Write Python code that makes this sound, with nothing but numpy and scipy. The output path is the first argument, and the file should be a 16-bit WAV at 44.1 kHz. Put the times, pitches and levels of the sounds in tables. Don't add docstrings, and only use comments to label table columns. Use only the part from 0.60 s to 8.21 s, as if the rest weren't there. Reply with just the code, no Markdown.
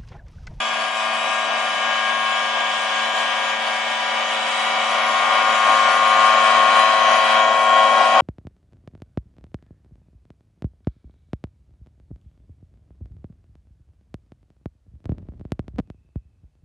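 import sys
import numpy as np
from scipy import signal
from scipy.fft import rfft, irfft, next_fast_len
from scipy.io import wavfile
from scipy.ndimage import uniform_filter1d, map_coordinates

SR = 44100
rng = np.random.default_rng(int(sys.argv[2]) if len(sys.argv) > 2 else 0)


def generate_wav(signal):
    frames = np.transpose(np.atleast_2d(signal))
    scaled = np.clip(frames, -1, 1) * 32767
    pcm = np.round(scaled).astype(np.int16)
    wavfile.write(sys.argv[1], SR, pcm)


N = 335601

# time_s, nearness (0 far, 1 near)
APPROACH = [(0, 0), (3.4, 0), (4.1, 0.34), (4.8, 0.7), (5.7, 1), (7.61, 1.09)]
# time_s, knife_rate_hz
SPEED = [(0, 108.66), (0.2, 108.62), (0.38, 108.45), (0.6, 108.68), (0.98, 108.38), (1.35, 108.73),
         (1.7, 108.5), (2.05, 108.57), (2.3, 108.35), (2.72, 108.64), (3, 108.38), (3.55, 108.8),
         (3.85, 108.29), (4.15, 108.71), (4.45, 108.57), (4.98, 108.86), (5.2, 108.54), (5.5, 108.67),
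         (5.9, 108.66), (6.3, 108.82), (6.65, 108.61), (7.61, 108.7)]
KNIVES = 6
KNIFE_HZ = 108.6

# multiple_of_knife_rate, far_db, near_db, left_over_right_db, left_lead_rad
DRUM_TONES = [(5, -46.2, -32.8, 3, 0.2), (6, -46.9, -28.1, 2, 0.1), (7, -35.0, -28.6, 0, 0.0),
              (8, -44.2, -39.7, -3, 0.9), (9, -33.2, -28.3, 7, 0.8), (10, -31.7, -18.1, 6, 0.3),
              (11, -30.9, -21.3, 4, 0.1), (12, -49.1, -39.9, 1, 0.3), (13, -40.5, -29.5, 5, 0.9),
              (14, -43.8, -32.6, 13, 0.6), (15, -31.5, -35.8, 9, -0.2), (16, -43.2, -58.7, 1, -0.0),
              (17, -37.7, -33.1, 6, 0.8), (18, -39.7, -32.4, 13, 0.8), (19, -44.1, -44.2, 11, -2.3),
              (20, -39.1, -50.9, 3, -0.9), (21, -36.6, -32.4, 3, -0.0), (22, -39.0, -40.8, 4, 0.3),
              (23, -49.9, -38.3, 10, 0.7), (24, -46.4, -37.6, 7, -1.7), (25, -43.9, -44.2, 5, -1.1),
              (26, -46.7, -39.6, -2, 0.1), (27, -39.0, -41.5, 0, -1.0), (28, -38.9, -41.0, 1, -0.8),
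              (29, -59.1, -35.6, 2, 1.1), (30, -39.7, -40.2, -4, -0.0), (31, -46.5, -41.0, -6, -0.9),
              (32, -48.3, -49.1, -13, -1.9), (33, -41.7, -51.8, -12, 2.5), (34, -48.1, -49.2, -2, 0.1),
              (35, -43.4, -47.2, -5, -0.6), (36, -52.9, -52.3, -12, 2.4), (37, -47.4, -55.8, -4, 1.8)]
# multiple_of_knife_rate, centre_s, half_width_s, gain_db
LOBES = [(5, 3, 1.5, 6), (6, 0.6, 1, 12), (6, 5.3, 0.9, -6), (7, 7.5, 0.45, 3.5), (8, 3.5, 1.3, 4),
         (9, 7, 0.57, 2.5), (10, 3.5, 0.61, -17.5), (10, 1.6, 0.24, 5), (10, 6.6, 0.19, -1.6),
         (11, 7.5, 1.27, -18.5), (11, 3.5, 1.3, -5.5), (12, 4.1, 0.6, 6.5), (13, 5.0, 0.98, 3.5),
         (13, 1.0, 0.65, 3.5), (14, 1.3, 0.55, -15), (14, 7.5, 0.59, -7.5), (15, 4, 0.55, -12),
         (15, 1.6, 0.3, 4.5), (16, 6, 1.26, 23.5), (17, 0.0, 0.4, -11), (17, 5.5, 0.23, -6),
         (18, 0.5, 1.3, -13), (19, 3, 1.3, -10.2), (20, 5, 1, 14.5), (21, 0.5, 0.65, -6),
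         (22, 3.5, 1.4, -5.5), (22, 2, 0.3, -10), (23, 0.46, 0.55, 15), (24, 1.1, 1.3, 9.5),
         (27, 3, 0.77, -9), (27, 3.5, 0.82, 4.5), (28, 6.5, 1.6, 7.5), (28, 1.8, 0.9, 4),
         (29, 2.5, 1.1, 18), (30, 7, 0.53, 12.5), (30, 1, 0.36, -10), (31, 0.0, 0.27, 15),
         (32, 2.1, 1.2, 10), (33, 0, 0.98, -18), (34, 1.1, 1.4, -14), (35, 2.9, 1.3, -17),
         (36, 4, 0.45, 13), (37, 0, 0.71, -14.5), (37, 6.5, 1.3, 17.5)]
# frequency_hz, phase_spread_cycles
SMEAR = [(550, .2), (870, .16), (970, .03), (1300, .035), (1500, .1), (2400, .12), (2800, .05), (3900, .08)]
SWEEP = .012
# multiple_of_turning_rate, far_db, near_db
SIDE_TONES = [(34, -47, -41), (41, -53, -42), (44, -52, -43), (56, -52, -42), (59, -53, -38),
              (73, -59, -44), (77, -53, -45), (79, -52, -45), (89, -47, -47), (91, -49, -47),
              (119, -52, -52), (125, -52, -46), (127, -48, -47), (167, -49, -46), (169, -50, -47),
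              (179, -54, -46), (181, -52, -45)]

# frequency_hz, relative_level_db (per Hz)
AIR_FAR_COLOUR = [(400, -52), (850, -8), (1100, 6), (1350, -0.5), (1700, -0.5), (2050, 1), (2400, 0.5),
                  (3100, 2.5), (3700, -2.5), (4300, -30), (7000, -36)]
AIR_NEAR_COLOUR = [(400, -53.5), (850, -5.5), (1100, 9.5), (1350, 0), (1700, 2), (2050, 1), (2400, 2.5),
                   (3200, -2), (3700, -4), (4300, -15), (7000, -63)]
HISS_COLOUR = [(1500, -37), (3900, 6.5), (4300, 1.5), (4600, 6), (5500, 0.5), (7000, -1.5), (7800, -7.5),
               (8300, -6), (8800, -14), (9600, -5), (10100, -11.5), (10800, -41)]
ROAR_COLOUR = [(25, -68), (45, -63.5), (72, -46), (100, -49), (150, -46), (200, -21.5), (280, -18),
               (370, -22), (480, -14.5), (560, -4.5), (700, 0.5), (880, -6), (1200, -6.5), (2500, -65)]
RUMBLE_COLOUR = [(30, -30), (70, -18.5), (95, -30), (145, 0), (180, 3.5), (260, -23), (500, -71.5)]
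# centre_hz, width_hz, far_depth_db, near_depth_db
HOLLOWS = [(1343, 34, 3.5, 0.5), (1800, 23, 4, 4), (2070, 50, 9, 8.5), (2675, 26, 3, 4), (2750, 28, 6, 8.5),
           (2880, 26, 4, 0), (3140, 47, 11, -0.5), (3590, 55, 7.5, 8), (3770, 32, 5.5, 7),
           (4284, 104, 15, 13), (4730, 66, 24, 20), (5160, 97, 6, 10.5), (5910, 58, 13, 8),
           (6360, 86, 15, 6.5)]
# centre_hz, width_hz, centre_s, half_width_s, depth_db
NULLS = [(375, 30, 1.4, 0.49, 6), (1306, 60, 2, 0.88, 6), (1810, 35, -2, .5, 7), (1710, 50, 4.5, 0.32, 9),
         (1750, 55, 7.5, .55, 8), (2160, 50, 8, .8, 11), (2080, 45, 3.5, .9, 5), (2420, 45, 4.5, 0.76, 6),
         (3160, 55, -1, .6, 5), (3230, 45, 0, .5, 8), (3250, 55, 3, .45, 3), (3690, 60, -0.5, 0.95, 4),
         (3530, 40, 6.9, 1, 4), (4140, 88, .8, .7, 10), (4140, 70, 3.5, .6, 8), (4300, 70, 5, .55, 9)]
# pitch_hz, far_db, near_db
DRIVE_TONES = [(202.3, -63, -60), (226.5, -47.7, -44), (290.9, -58, -54), (436.9, -52.5, -47),
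               (582, -44.5, -41), (679.7, -45, -34), (727.8, -39, -31), (795.5, -50, -43),
               (906.4, -55, -45), (1163.6, -43, -45), (1454.5, -50, -46)]
# centre_s, half_width_s, gain_db
SURGES = [(.33, 0.046, -1.5), (1.27, .07, 1.2), (2.59, .05, 1.7), (2.98, 0.037, -1.3), (3.39, 0.035, -0.5),
          (5.87, 0.095, 1), (6.38, 0.039, -2), (7.15, 0.065, 1)]
# frequency_hz, likeness (1 mono, 0 unrelated)
LIKENESS = [(70, 1.3), (200, .93), (700, 0.9), (1300, 0.5), (2400, 0.5), (3500, 0.3), (5500, 0.2),
            (8000, 0.5), (10000, 0)]
# frequency_hz, left_over_right_db
BALANCE = [(200, -3), (700, 2.5), (1100, 5), (2000, 4.5), (2800, 3.5), (3500, -4.5), (4800, -4), (6000, 1),
           (8000, -4), (10000, 14)]

AIR_DB, AIR_NEAR_DB = -28.5, 3
HISS_DB, HISS_NEAR_DB = -39.5, 3.5
ROAR_DB, ROAR_NEAR_DB = -33, 6
RUMBLE_DB, RUMBLE_NEAR_DB = -64.5, 2
ROAR_SWELL_S, ROAR_DB_PER_S = 6.45, 3.5
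OPEN_S, OPEN_DB = 0.68, 2.5
SHADOW_S, SHADOW_HALF_S, SHADOW_DB = 7.05, 0.46, 4.5
SHADOW_HZ = 3460
FLARE_S, FLARE_HALF_S, FLARE_DB = 6.65, 0.18, 3
RATTLE_SHARE = .17
TICK_GAIN, TICK_SHARPNESS = .45, 25
HOUSING_LOW_HZ = 520
CROSS_DELAY_S = .001282
CEILING, TOP_HZ = .98, 10788


def amp(db):
    return 10 ** (np.asarray(db) / 20)


def unit(x):
    return x / np.sqrt(np.mean(x ** 2) + 1e-20)


def along(points, hz):
    f, v = np.transpose(points)
    return np.interp(np.log(hz + 1), np.log(f + 1), v)


def time_curve(points):
    s, values = np.transpose(points)
    return np.interp(np.arange(N) / SR, s, values)


def bump(centre_s, half_width_s):
    return np.exp(-((np.arange(N) / SR - centre_s) / half_width_s) ** 2)


def wobble(rate):
    coarse = np.linspace(0, N, 2000)
    knots = rng.standard_normal(1000)
    smooth = map_coordinates(knots, [coarse * rate / SR], mode="mirror")
    return np.interp(np.arange(N), coarse, smooth)


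def filtered(x, response):
    m = next_fast_len(N + SR // 2)
    return irfft(rfft(x, m) * response(np.fft.rfftfreq(m, 1 / SR)), m)[..., :N]


def pan(db):
    pair = amp(np.array([db, -db]) / 2).reshape(2, -1)
    return pair / np.sqrt(np.mean(pair ** 2, axis=0))


def tone(cycles, lead=0):
    angle = 2 * np.pi * (cycles % 1) + np.array([[lead], [-lead]]) / 2
    return np.sqrt(2) * np.sin(angle.astype(np.float32))


def noise(colour, white, lead_s=.00004):
    def mid_side(hz):
        likeness = along(LIKENESS, hz)
        ripple = 0.19 * (1 - likeness) * np.cos(2 * np.pi * hz * CROSS_DELAY_S)
        turn = np.arccos(np.clip(likeness + ripple, -1, 1)) / 2
        return amp(along(colour, hz)) * [np.cos(turn), np.sin(turn)]

    def placement(hz):
        lead = hz * lead_s / (1 + (hz / 2500) ** 2)
        return pan(along(BALANCE, hz)) * np.exp(1j * np.pi * np.outer([1, -1], lead))

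    mid, side = filtered(white, mid_side)
    return unit(filtered(np.array([mid + side, mid - side]), placement))


def opening():
    return OPEN_DB * np.minimum(np.arange(N) / SR / OPEN_S - 1, 0)


def whine(passes, near, fade_db, drum_db, scatter):
    out = np.zeros((2, N))
    common_db = drum_db + opening() + 0.52 * wobble(14)
    shadow_db = SHADOW_DB * bump(SHADOW_S, SHADOW_HALF_S)
    for order, far_db, near_db, side_db, lead in DRUM_TONES:
        level_db = far_db + (near_db - far_db) * near + common_db
        level_db = level_db - shadow_db * min(order * KNIFE_HZ / SHADOW_HZ, 1) ** 2
        level_db = level_db + sum(db * bump(s, half) for k, s, half, db in LOBES if round(k) == order)
        level_db = level_db + fade_db * np.sqrt(order / 20) * wobble(13)
        smear = along(SMEAR, order * KNIFE_HZ) * rng.standard_normal()
        wander = scatter * np.sqrt(order) * wobble(9.1)
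        cycles = order * passes - SWEEP * order ** 2 + smear + wander
        out += amp(level_db) * pan(side_db) * tone(cycles, lead)
    return out


def side_tones(passes, near, fade_db):
    out = np.zeros((2, N))
    for order, far_db, near_db in SIDE_TONES:
        level_db = far_db + (near_db - far_db) * near + opening() + fade_db * wobble(3.19)
        out += amp(level_db) * pan(3.6) * tone(order * passes / KNIVES + rng.random(), 0.33)
    return out


def air(passes, near, puff_db, flutter_db):
    screen_db = FLARE_DB * bump(FLARE_S, FLARE_HALF_S) - SHADOW_DB * bump(SHADOW_S, SHADOW_HALF_S)
    air_db = AIR_DB + AIR_NEAR_DB * near + screen_db + flutter_db * wobble(14)
    hiss_db = HISS_DB + HISS_NEAR_DB * near + screen_db + 0.52 * wobble(16)
    stroke = np.cos(2 * np.pi * passes)
    puffs = unit(amp(puff_db * stroke))
    ticks = unit(1 + TICK_GAIN * np.exp(TICK_SHARPNESS * (stroke - 1)))
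    share = np.clip(near, 0, 1)
    far_rush = flicker(noise(AIR_FAR_COLOUR, clatter(passes, RATTLE_SHARE)), depth_db=0.95, full_hz=1200)
    near_rush = flicker(noise(AIR_NEAR_COLOUR, clatter(passes, RATTLE_SHARE)), depth_db=0.9, full_hz=1200)
    rush = np.sqrt(1 - share) * amp(1.5) * far_rush + np.sqrt(share) * amp(3.0) * near_rush
    hiss = amp(2.5) * flicker(noise(HISS_COLOUR, clatter(passes, RATTLE_SHARE)), depth_db=4.5, full_hz=8000)
    hiss += amp(-1) * buzz(passes, fade_db=2.5, blur=0.19)
    return housing(ticks * (amp(air_db) * rush * puffs + amp(hiss_db) * hiss), share)


def buzz(passes, fade_db, blur):
    out = np.zeros((2, N))
    for order in range(38, 66):
        level_db = fade_db * wobble(7) - 0.29 * order
        cycles = order * passes + rng.random() + blur * wobble(25)
        out += amp(level_db) * tone(cycles, rng.normal(0, 1.57))
    return unit(out)


def clatter(passes, repeat):
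    size = 16384
    order = np.arange(size // 2 + 1)
    heard = (order % KNIVES > 0) & (order * KNIFE_HZ / KNIVES < SR / 2)
    rattles = unit(irfft(heard * np.exp(2j * np.pi * rng.random((2, len(order))))))
    position = passes / KNIVES % 1 * size
    turn = np.array([np.interp(position, np.arange(size), row) for row in rattles])
    return np.sqrt(repeat) * turn + np.sqrt(1 - repeat) * rng.standard_normal((2, N))


def flicker(x, depth_db, full_hz):
    hz, _, z = signal.stft(x, SR, nperseg=512)
    field = uniform_filter1d(rng.standard_normal(z.shape[1:]), size=4, axis=0)
    field = unit(uniform_filter1d(field, size=18, axis=1))
    reach = np.minimum(hz[:, None] / full_hz, 1) ** 2
    return unit(signal.istft(z * amp(depth_db * reach * field), SR, nperseg=512)[1][:, :N])


def housing(x, share):
    def response(hz):
        depth_db = sum(np.outer([far_db, near_db], np.exp(-((hz - c) / w) ** 2))
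                       for c, w, far_db, near_db in HOLLOWS)
        low_cut = hz ** 6 / (hz ** 6 + HOUSING_LOW_HZ ** 6)
        return amp(-depth_db)[:, None] * low_cut

    far, close = filtered(x, response)
    return (1 - share) * far + share * close


def engine(passes, near, fade_db, drift):
    swell_db = ROAR_DB_PER_S * np.maximum(np.arange(N) / SR - ROAR_SWELL_S, 0)
    roar_db = ROAR_DB + ROAR_NEAR_DB * near + swell_db + opening() - 1.0 + 2.0 * wobble(12)
    out = amp(roar_db) * noise(ROAR_COLOUR, clatter(passes, repeat=0.039))
    clock = passes / KNIFE_HZ
    for hz, far_db, near_db in DRIVE_TONES:
        level_db = far_db + (near_db - far_db) * near - .5
        level_db = level_db + fade_db * np.sqrt(500 / hz) * wobble(11)
        cycles = hz * clock + rng.random() + drift * wobble(3.02)
        out += amp(level_db) * pan(0.57) * tone(cycles, lead=0.083)
    return out


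def passing_nulls(x):
    hz, t, z = signal.stft(x, SR, nperseg=2048)
    cut_db = sum(db * np.outer(np.exp(-((hz - c) / w) ** 2), np.exp(-((t - s) / half) ** 2))
                 for c, w, s, half, db in NULLS)
    return signal.istft(z * amp(-cut_db), SR, nperseg=2048)[1][:, :N]


def waver(depth_db):
    surge_db = sum(db * bump(s, half) for s, half, db in SURGES)
    return amp(depth_db * wobble(15) + surge_db)


def rumble(near, lump_db):
    lumps = amp(lump_db * np.tanh(wobble(9.8)))
    low = noise(RUMBLE_COLOUR, rng.standard_normal((2, N)))
    return amp(RUMBLE_DB + RUMBLE_NEAR_DB * near) * unit(lumps * low)


def scene():
    near = time_curve(APPROACH)
    passes = np.cumsum(time_curve(SPEED)) / SR
    drum = whine(passes, near, fade_db=1.43, drum_db=0.12, scatter=0.0097)
    drum = drum + side_tones(passes, near, fade_db=2.5)
    rush = air(passes, near, puff_db=1.5, flutter_db=0.68)
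    motor = engine(passes, near, fade_db=0.8, drift=0.024)
    machine = drum + passing_nulls(rush + motor)
    return waver(depth_db=0.34) * machine + rumble(near, lump_db=8.0)


def record(dry):
    rounded = dry / (1 + (dry / CEILING) ** 20) ** (1 / 20)
    edge = np.minimum(np.arange(N), np.arange(N)[::-1]) / (.004 * SR)
    fade = np.sin(np.pi / 2 * np.minimum(edge, 1)) ** 2
    return filtered(rounded * fade, lambda hz: hz < TOP_HZ)


dry = scene()
out = record(dry)
generate_wav(out)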